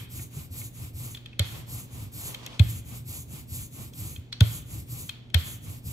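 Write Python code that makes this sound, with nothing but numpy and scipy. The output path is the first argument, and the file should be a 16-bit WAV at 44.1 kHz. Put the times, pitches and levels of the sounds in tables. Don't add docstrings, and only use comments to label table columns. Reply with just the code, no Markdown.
import sys
import numpy as np
from scipy import signal
from scipy.fft import rfft, irfft, next_fast_len
from scipy.io import wavfile
from scipy.ndimage import map_coordinates

SR = 44100
rng = np.random.default_rng(int(sys.argv[2]) if len(sys.argv) > 2 else 0)


def output_pcm(signal):
    pcm = np.clip(np.atleast_2d(signal).T, -1, 1) * 32767
    wavfile.write(sys.argv[1], SR, np.round(pcm).astype(np.int16))


N = 261072
LAG_S = 7.4 / SR

# time in seconds, crack level in dB, its main and lower pitch in Hz,
# left over right in dB, knock and thump levels in dB, thump pitch in Hz, seconds until it is damped.
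LANDINGS = [(1.3923, -15.5, 3500, 2220, 1, -37.5, -16.5, 91, 0.039),
            (2.5933, -19.5, 3160, 2500, 9, -34.5, -5.5, 92.4, 0.032),
            (4.4051, -16, 3450, 1520, 4.5, -33, -5, 98, 0.026),
            (5.3424, -13, 3370, 1980, 7, -35.5, -12.5, 83, 0.15)]


def amp(db):
    return 10 ** (np.asarray(db) / 20)


def unit(x):
    return x / np.sqrt(np.mean(x ** 2) + 1e-20)


def along(points, hz):
    f, v = np.transpose(points)
    return np.interp(np.log(hz + 1), np.log(f + 1), v)


def wobble(rate):
    return map_coordinates(rng.standard_normal(int(N * rate / SR) + 4), [np.arange(N) * rate / SR])


def filtered(x, response):
    size = next_fast_len(N + SR // 2)
    return irfft(rfft(x, size) * response(np.fft.rfftfreq(size, 1 / SR)), size)[..., :N]


def snaps(tone, spread_db, alike):
    noise = rng.standard_normal((3, N)) * amp(spread_db * rng.standard_normal((3, N)))
    shared = filtered(noise[0], lambda hz: np.exp(-1j * np.pi * hz * LAG_S * np.array([[1], [-1]])))
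    stereo = np.sqrt(alike) * shared + np.sqrt(1 - alike) * noise[1:]
    return unit(filtered(stereo, lambda hz: amp(along(tone, hz))))


def room(x):
    # frequency in Hz, seconds for the echo to fade by 60 dB.
    walls = [(300, 0.8), (3000, 0.67), (5500, 0.45), (7500, 0.4), (10000, 0.29), (15000, 0.33)]
    hz, t, noise = signal.stft(rng.standard_normal((2, SR)), SR, nperseg=256)
    tail = signal.istft(noise * amp(-60 * t / along(walls, hz)[:, None]), SR, nperseg=256)[1]
    return signal.fftconvolve(np.pad(x, (250, 0))[None], tail / np.linalg.norm(tail[0]), axes=1)


def background():
    # frequency in Hz, relative level in dB.
    air_tone = [(18, -42), (30, 8), (123, 8.5), (277, 4), (350, -0.5), (606, -10), (1290, -21.5),
                (1970, -20), (3400, -18.5), (4780, -25), (15500, -43)]
    # pitch in Hz, level in dB, left over right in dB, left's head start in radians.
    hum_tones = [(119.3, -46.5, -1, 0.059), (242, -58, -1, 0.18)]
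    t, side = np.arange(N) / SR, np.array([[.5], [-.5]])
    out = amp(-52) * snaps(air_tone, spread_db=0, alike=0.74)
    for hz, db, pan_db, lead in hum_tones:
        level = amp(db + side * pan_db + 0.22 * wobble(13))
        out += level * np.sin(2 * np.pi * hz * t + side * lead + 0.47 * wobble(2.76))
    return out


def motion():
    # start of a stroke in seconds, direction (1 push, -1 pull), base hiss level in dB.
    strokes = [(-.14, -1, -50), (0.078, 1, -44.5), (0.287, -1, -49.5), (0.494, 1, -43), (0.712, -1, -49),
               (0.926, 1, -44.5), (1.394, -1, -51), (1.652, 1, -43.5), (1.88, -1, -50), (2.11, 1, -42),
               (2.6, 1, -43), (2.826, -1, -49.5), (3.038, 1, -42), (3.257, -1, -50), (3.462, 1, -41.5),
               (3.695, -1, -48.5), (3.92, 1, -44.5), (4.408, 1, -42), (4.64, -1, -48), (4.857, 1, -44.5),
               (5.344, 1, -43), (5.595, -1, -49.5), (5.82, 1, -43)]
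    lifts = [1.182, 2.371, 4.19, 5.118]
    start, direction, ink_db = np.transpose(strokes)
    t, push = np.arange(N) / SR, direction > 0
    end = np.append(start[1:], start[-1] + 0.2)
    before_lift = np.searchsorted(start, lifts) - 1
    end[before_lift] = lifts
    lifted = np.isin(np.arange(len(start)), before_lift)
    landed = np.append(True, lifted[:-1])
    lean = np.select([lifted, landed, push], [-0.24, 0.32, -0.027], 0.0076)
    rasp_db = np.where(push & ~landed, -51, -50.5)
    k = np.searchsorted(start, t, side="right") - 1
    progress = np.clip((t - start[k]) / (end - start)[k], 0, 1)
    swing = progress ** np.exp(lean[k]) * (1 - 0.05 * lifted[k])
    run_up, flatness = 0.092, 1.14
    swing = np.where(landed[k], run_up + (1 - run_up) * swing, swing)
    speed = np.tanh(flatness * np.abs(np.sin(np.pi * swing))) / np.tanh(flatness)
    speed *= np.clip((end[k] - t) / 0.0043, 0, 1)
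    return speed, np.where(push[k], progress, 1 - progress), ink_db[k], rasp_db[k]


def ink_hiss(speed, nearness, db):
    # frequency in Hz, relative level in dB.
    ink_tone = [(1200, -37), (2400, -40), (3400, -10), (4600, -10), (6300, -2.5), (7500, -1.5), (8600, -1),
                (12000, -1.5), (15400, 0.4), (17000, -4)]
    hiss = snaps(ink_tone, spread_db=1.5, alike=1)
    far_s, near_s = 0.000228, 0.000296
    delay = SR * (far_s + (near_s - far_s) * nearness)
    bounce = np.array([map_coordinates(side, [np.arange(N) - delay]) for side in hiss])
    return amp(db + 2.5 + 1.75 * wobble(40)) * speed ** 1.68 * (hiss + 0.5 * bounce)


def rubber_rasp(speed, db):
    # frequency in Hz, relative level in dB.
    rasp_tone = [(800, -13.5), (1200, -5), (1650, -12.5), (2300, -1), (3400, -5), (5000, -10), (8000, -9)]
    drag_tone = [(120, -3.5), (200, 4), (350, -6), (800, -8.5), (1200, -9), (1700, -27)]
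    rasp = amp(db + 1.2 * wobble(25)) * speed ** 2.1 * snaps(rasp_tone, spread_db=3.5, alike=0.1)
    drag = amp(db - 2 + 1.95 * wobble(21.926)) * speed ** 4.8
    return rasp + drag * snaps(drag_tone, spread_db=5.5, alike=0.15)


def table_rumble(speed):
    # pitch in Hz, width in Hz, relative level in dB.
    notes = [(51, 24.5, -9.5), (74.6, 35.6, 3), (114, 28.8, 6.5), (162.2, 40, -3), (302, 70, -14.5)]

    def response(f):
        return sum((-1) ** k * amp(db) * 1j * f * width / (hz * hz - f * f + 1j * f * width)
                   for k, (hz, width, db) in enumerate(notes))

    t = np.arange(N) / SR
    shiver = sum((t > s) * amp(db - 36 - 60 * np.abs(t - s) / 1.1) for s, *_, db, _, _ in LANDINGS)
    lumps = rng.standard_normal((3, N)) * (amp(-45) + shiver) * amp(2.87 * wobble(25)) * speed ** 0.86
    shake = filtered(lumps[0] + amp(-18) * lumps[1:], response)
    twist = signal.lfilter(*signal.iirpeak(143, Q=4.5, fs=SR), lumps[1])
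    return amp(24.5) * shake + amp(15.5) * twist * [[1], [-1]]


def frame_blows(blows, length_s):
    # pitch in Hz, relative level in dB, seconds to fade by 60 dB.
    notes = [(1060, -14, 0.0085), (1499, -4, 0.033), (1872, -8, 0.03), (2195, -1.5, 0.031),
             (2510, 2.5, 0.019), (2642, -2, 0.019), (3180, 3, 0.013), (3404, 6, 0.013), (3780, 3.5, 0.012),
             (4185, 5.5, 0.017), (4430, -2, 0.0082), (5450, 5, 0.011)]
    out, t = np.zeros((2, N + 3 * SR)), np.arange(SR // 25) / SR
    bright = signal.butter(1, [4500, 9000], "band", fs=SR, output="sos")
    thin = signal.butter(3, 900, "high", fs=SR, output="sos")
    hz, note_db, fade_s = np.transpose(notes)[..., None]
    fades = amp(note_db - 60 * t / fade_s)
    rings = fades * np.sin(2 * np.pi * hz * t)
    from_peak = t / length_s - 2
    rattle = np.exp(np.where(from_peak < 0, 2.5, -1.3) * from_peak)
    swell = signal.fftconvolve(fades, rattle[None] ** 2.15, axes=1)[:, :len(t)]
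    side_t = t - np.array([0.00008, 0])[:, None, None]
    for s, db, pitch_hz, lower_hz, treble_db, pan_db in blows:
        noise = rng.standard_normal((3, len(t)))
        octaves_away = np.abs(np.log2(hz / [pitch_hz, lower_hz]))
        weights = amp([0, -5.5] - 30 * octaves_away).max(axis=1)
        grit = signal.fftconvolve((noise[0] + 1.13 * noise[1:]) * rattle, (weights @ rings)[None], axes=1)
        cycles = hz * side_t + rng.random(hz.shape) + 0.074 * rng.standard_normal((2, *hz.shape))
        ring = weights @ (swell * np.sin(2 * np.pi * cycles))
        body = signal.sosfilt(thin, unit(ring) + amp(-4.5) * unit(grit[:, :len(t)]))
        treble = signal.sosfilt(bright, noise[0] * rattle ** 2)
        treble = np.array([np.roll(treble, round(LAG_S * SR)), treble])
        hit = amp(db + 5) * (body / np.abs(body).max() + amp(treble_db) * treble / np.abs(treble).max())
        blurred = signal.sosfilt(thin, weights ** 0.9 @ rings * amp(-60 * t / 0.03))
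        echo = amp(-9.5) * np.linalg.norm(hit[0]) * room(blurred / np.linalg.norm(blurred))
        at = SR + round((s - 1.2 * length_s) * SR)
        out[:, at:at + len(t)] += hit * amp([[pan_db / 2], [-pan_db / 2]])
        out[:, at:at + echo.shape[1]] += echo
    return out[:, SR:SR + N]


def axle_clicks():
    # time in seconds, level in dB, pitch in Hz, added treble in dB, left over right in dB.
    clicks = [(0.19, -45, 2030, -20, -1), (0.6107, -44.5, 2250, -10, 1), (1.145, -32, 3360, -10, -0.5),
              (1.1686, -39.5, 3430, -20, 1), (1.2564, -34.5, 3220, -13, -1), (1.327, -44, 2660, -26, 2),
              (2.3422, -30, 3030, -4.5, 1), (2.46, -34, 3240, 2.5, 0), (2.468, -40, 2640, -20, 3),
              (2.525, -45, 3200, -25, 2), (3.932, -48, 3200, 4, 2), (4.158, -37.5, 3080, -8, 0),
              (4.3236, -26.5, 4350, -19, 0), (4.334, -40, 3250, -25, -2), (5.0904, -26.5, 3350, -6.5, 3),
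              (5.298, -47.5, 3000, -8, 0.5)]
    return frame_blows([(s, db, hz, hz, treble, pan) for s, db, hz, treble, pan in clicks], length_s=0.005)


def jolts():
    # start in seconds, level in dB, pitch in Hz.
    lumps = [(0.19, -29.5, 115), (0.367, -28.5, 139.5), (0.505, -28.5, 88.7), (0.94, -28.5, 88),
             (1.053, -31, 113), (3.088, -29.5, 93.6), (3.335, -31, 127), (3.518, -29.5, 88),
             (4.048, -27, 109), (4.178, -31, 86), (4.921, -33.5, 119), (5.008, -32.5, 97),
             (5.695, -31, 119.5), (5.86, -28.5, 84.5)]
    out, t = np.zeros(N + SR), np.arange(SR // 8) / SR
    for s, db, pitch_hz in lumps:
        rock = t / 0.016 * np.exp(1 - t / 0.011) * np.sin(2 * np.pi * pitch_hz * t)
        bump = t / 0.0089 * np.exp(1 - t / 0.0062) * np.sin(2 * np.pi * 2.84 * pitch_hz * t)
        out[round(s * SR):][:len(t)] += amp(db) * (rock + amp(-15.5) * bump)
    return out[:N]


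def landing_cracks():
    earlier = (-0.12, -15.5, 3200, 2500, 0)
    treble_db = -4.5
    blows = [(s, db, hz, lower_hz, treble_db, pan) for s, db, hz, lower_hz, pan, *_ in [earlier, *LANDINGS]]
    return frame_blows(blows, length_s=0.0033)


def landing_thumps():
    out, t = np.zeros((2, N + SR)), np.arange(SR // 2) / SR
    woody = signal.butter(2, [380, 720], "band", fs=SR, output="sos")
    swell_s, after_crack_s = 0.013, 0.0057
    for s, *_, knock_db, db, pitch_hz, damped_s in LANDINGS:
        phase = 2 * np.pi * pitch_hz * (t + 0.0043 * (1 - np.exp(-t / 0.0037)))
        flex = t / swell_s * np.exp(1 - t / swell_s - (t / damped_s) ** 4) * np.sin(phase)
        ring = amp(-10 - 60 * t / 0.37) * (1 - np.exp(-(t / 0.052) ** 2)) * np.sin(2 * np.pi * 113 * t)
        twist = amp(-14 - 60 * t / 0.15) * (1 - np.exp(-t / swell_s)) * np.sin(2 * np.pi * 143 * t)
        thump = (flex + ring) * amp([[-.7], [.7]]) + twist * [[1], [-1]]
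        knock = unit(signal.sosfilt(woody, rng.standard_normal((2, len(t)))))
        knock *= amp(-60 * t / 0.085) + amp(-18 - 60 * t / 0.5)
        out[:, round((s + after_crack_s) * SR):][:, :len(t)] += amp(db) * thump + amp(knock_db) * knock
    return out[:, :N]


def paper_rustle():
    # time in seconds, level in dB.
    levels = [(1.439, -49), (1.51, -57), (1.57, -43.5), (1.66, -58.5), (2.14, -60.5), (2.2, -49.5),
              (2.33, -45.5), (2.39, -52.5), (2.43, -49), (2.52, -47), (2.593, -55.5)]
    # frequency in Hz, relative level in dB.
    paper_tone = [(200, -5), (400, -4.5), (700, -7.5), (1100, -7), (1500, -15.5), (3000, -10),
                  (7500, -20.5), (12000, -32)]
    db = np.interp(np.arange(N) / SR, *np.transpose(levels), left=-120, right=-120)
    return amp(db + 2 * wobble(30.18)) * snaps(paper_tone, spread_db=7.5, alike=0.3)


def scene():
    speed, nearness, ink_db, rasp_db = motion()
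    roller = ink_hiss(speed, nearness, ink_db) + rubber_rasp(speed, rasp_db)
    rolling = roller + table_rumble(speed) + amp(-11.5) * room(roller[0])[:, :N]
    handling = jolts() + paper_rustle() + landing_cracks() + axle_clicks() + landing_thumps()
    return rolling + handling + background()


def record(dry):
    return filtered(dry, lambda hz: np.clip((15850 - hz) / 300, 0, 1) ** 2)


dry = scene()
out = record(dry)
output_pcm(out)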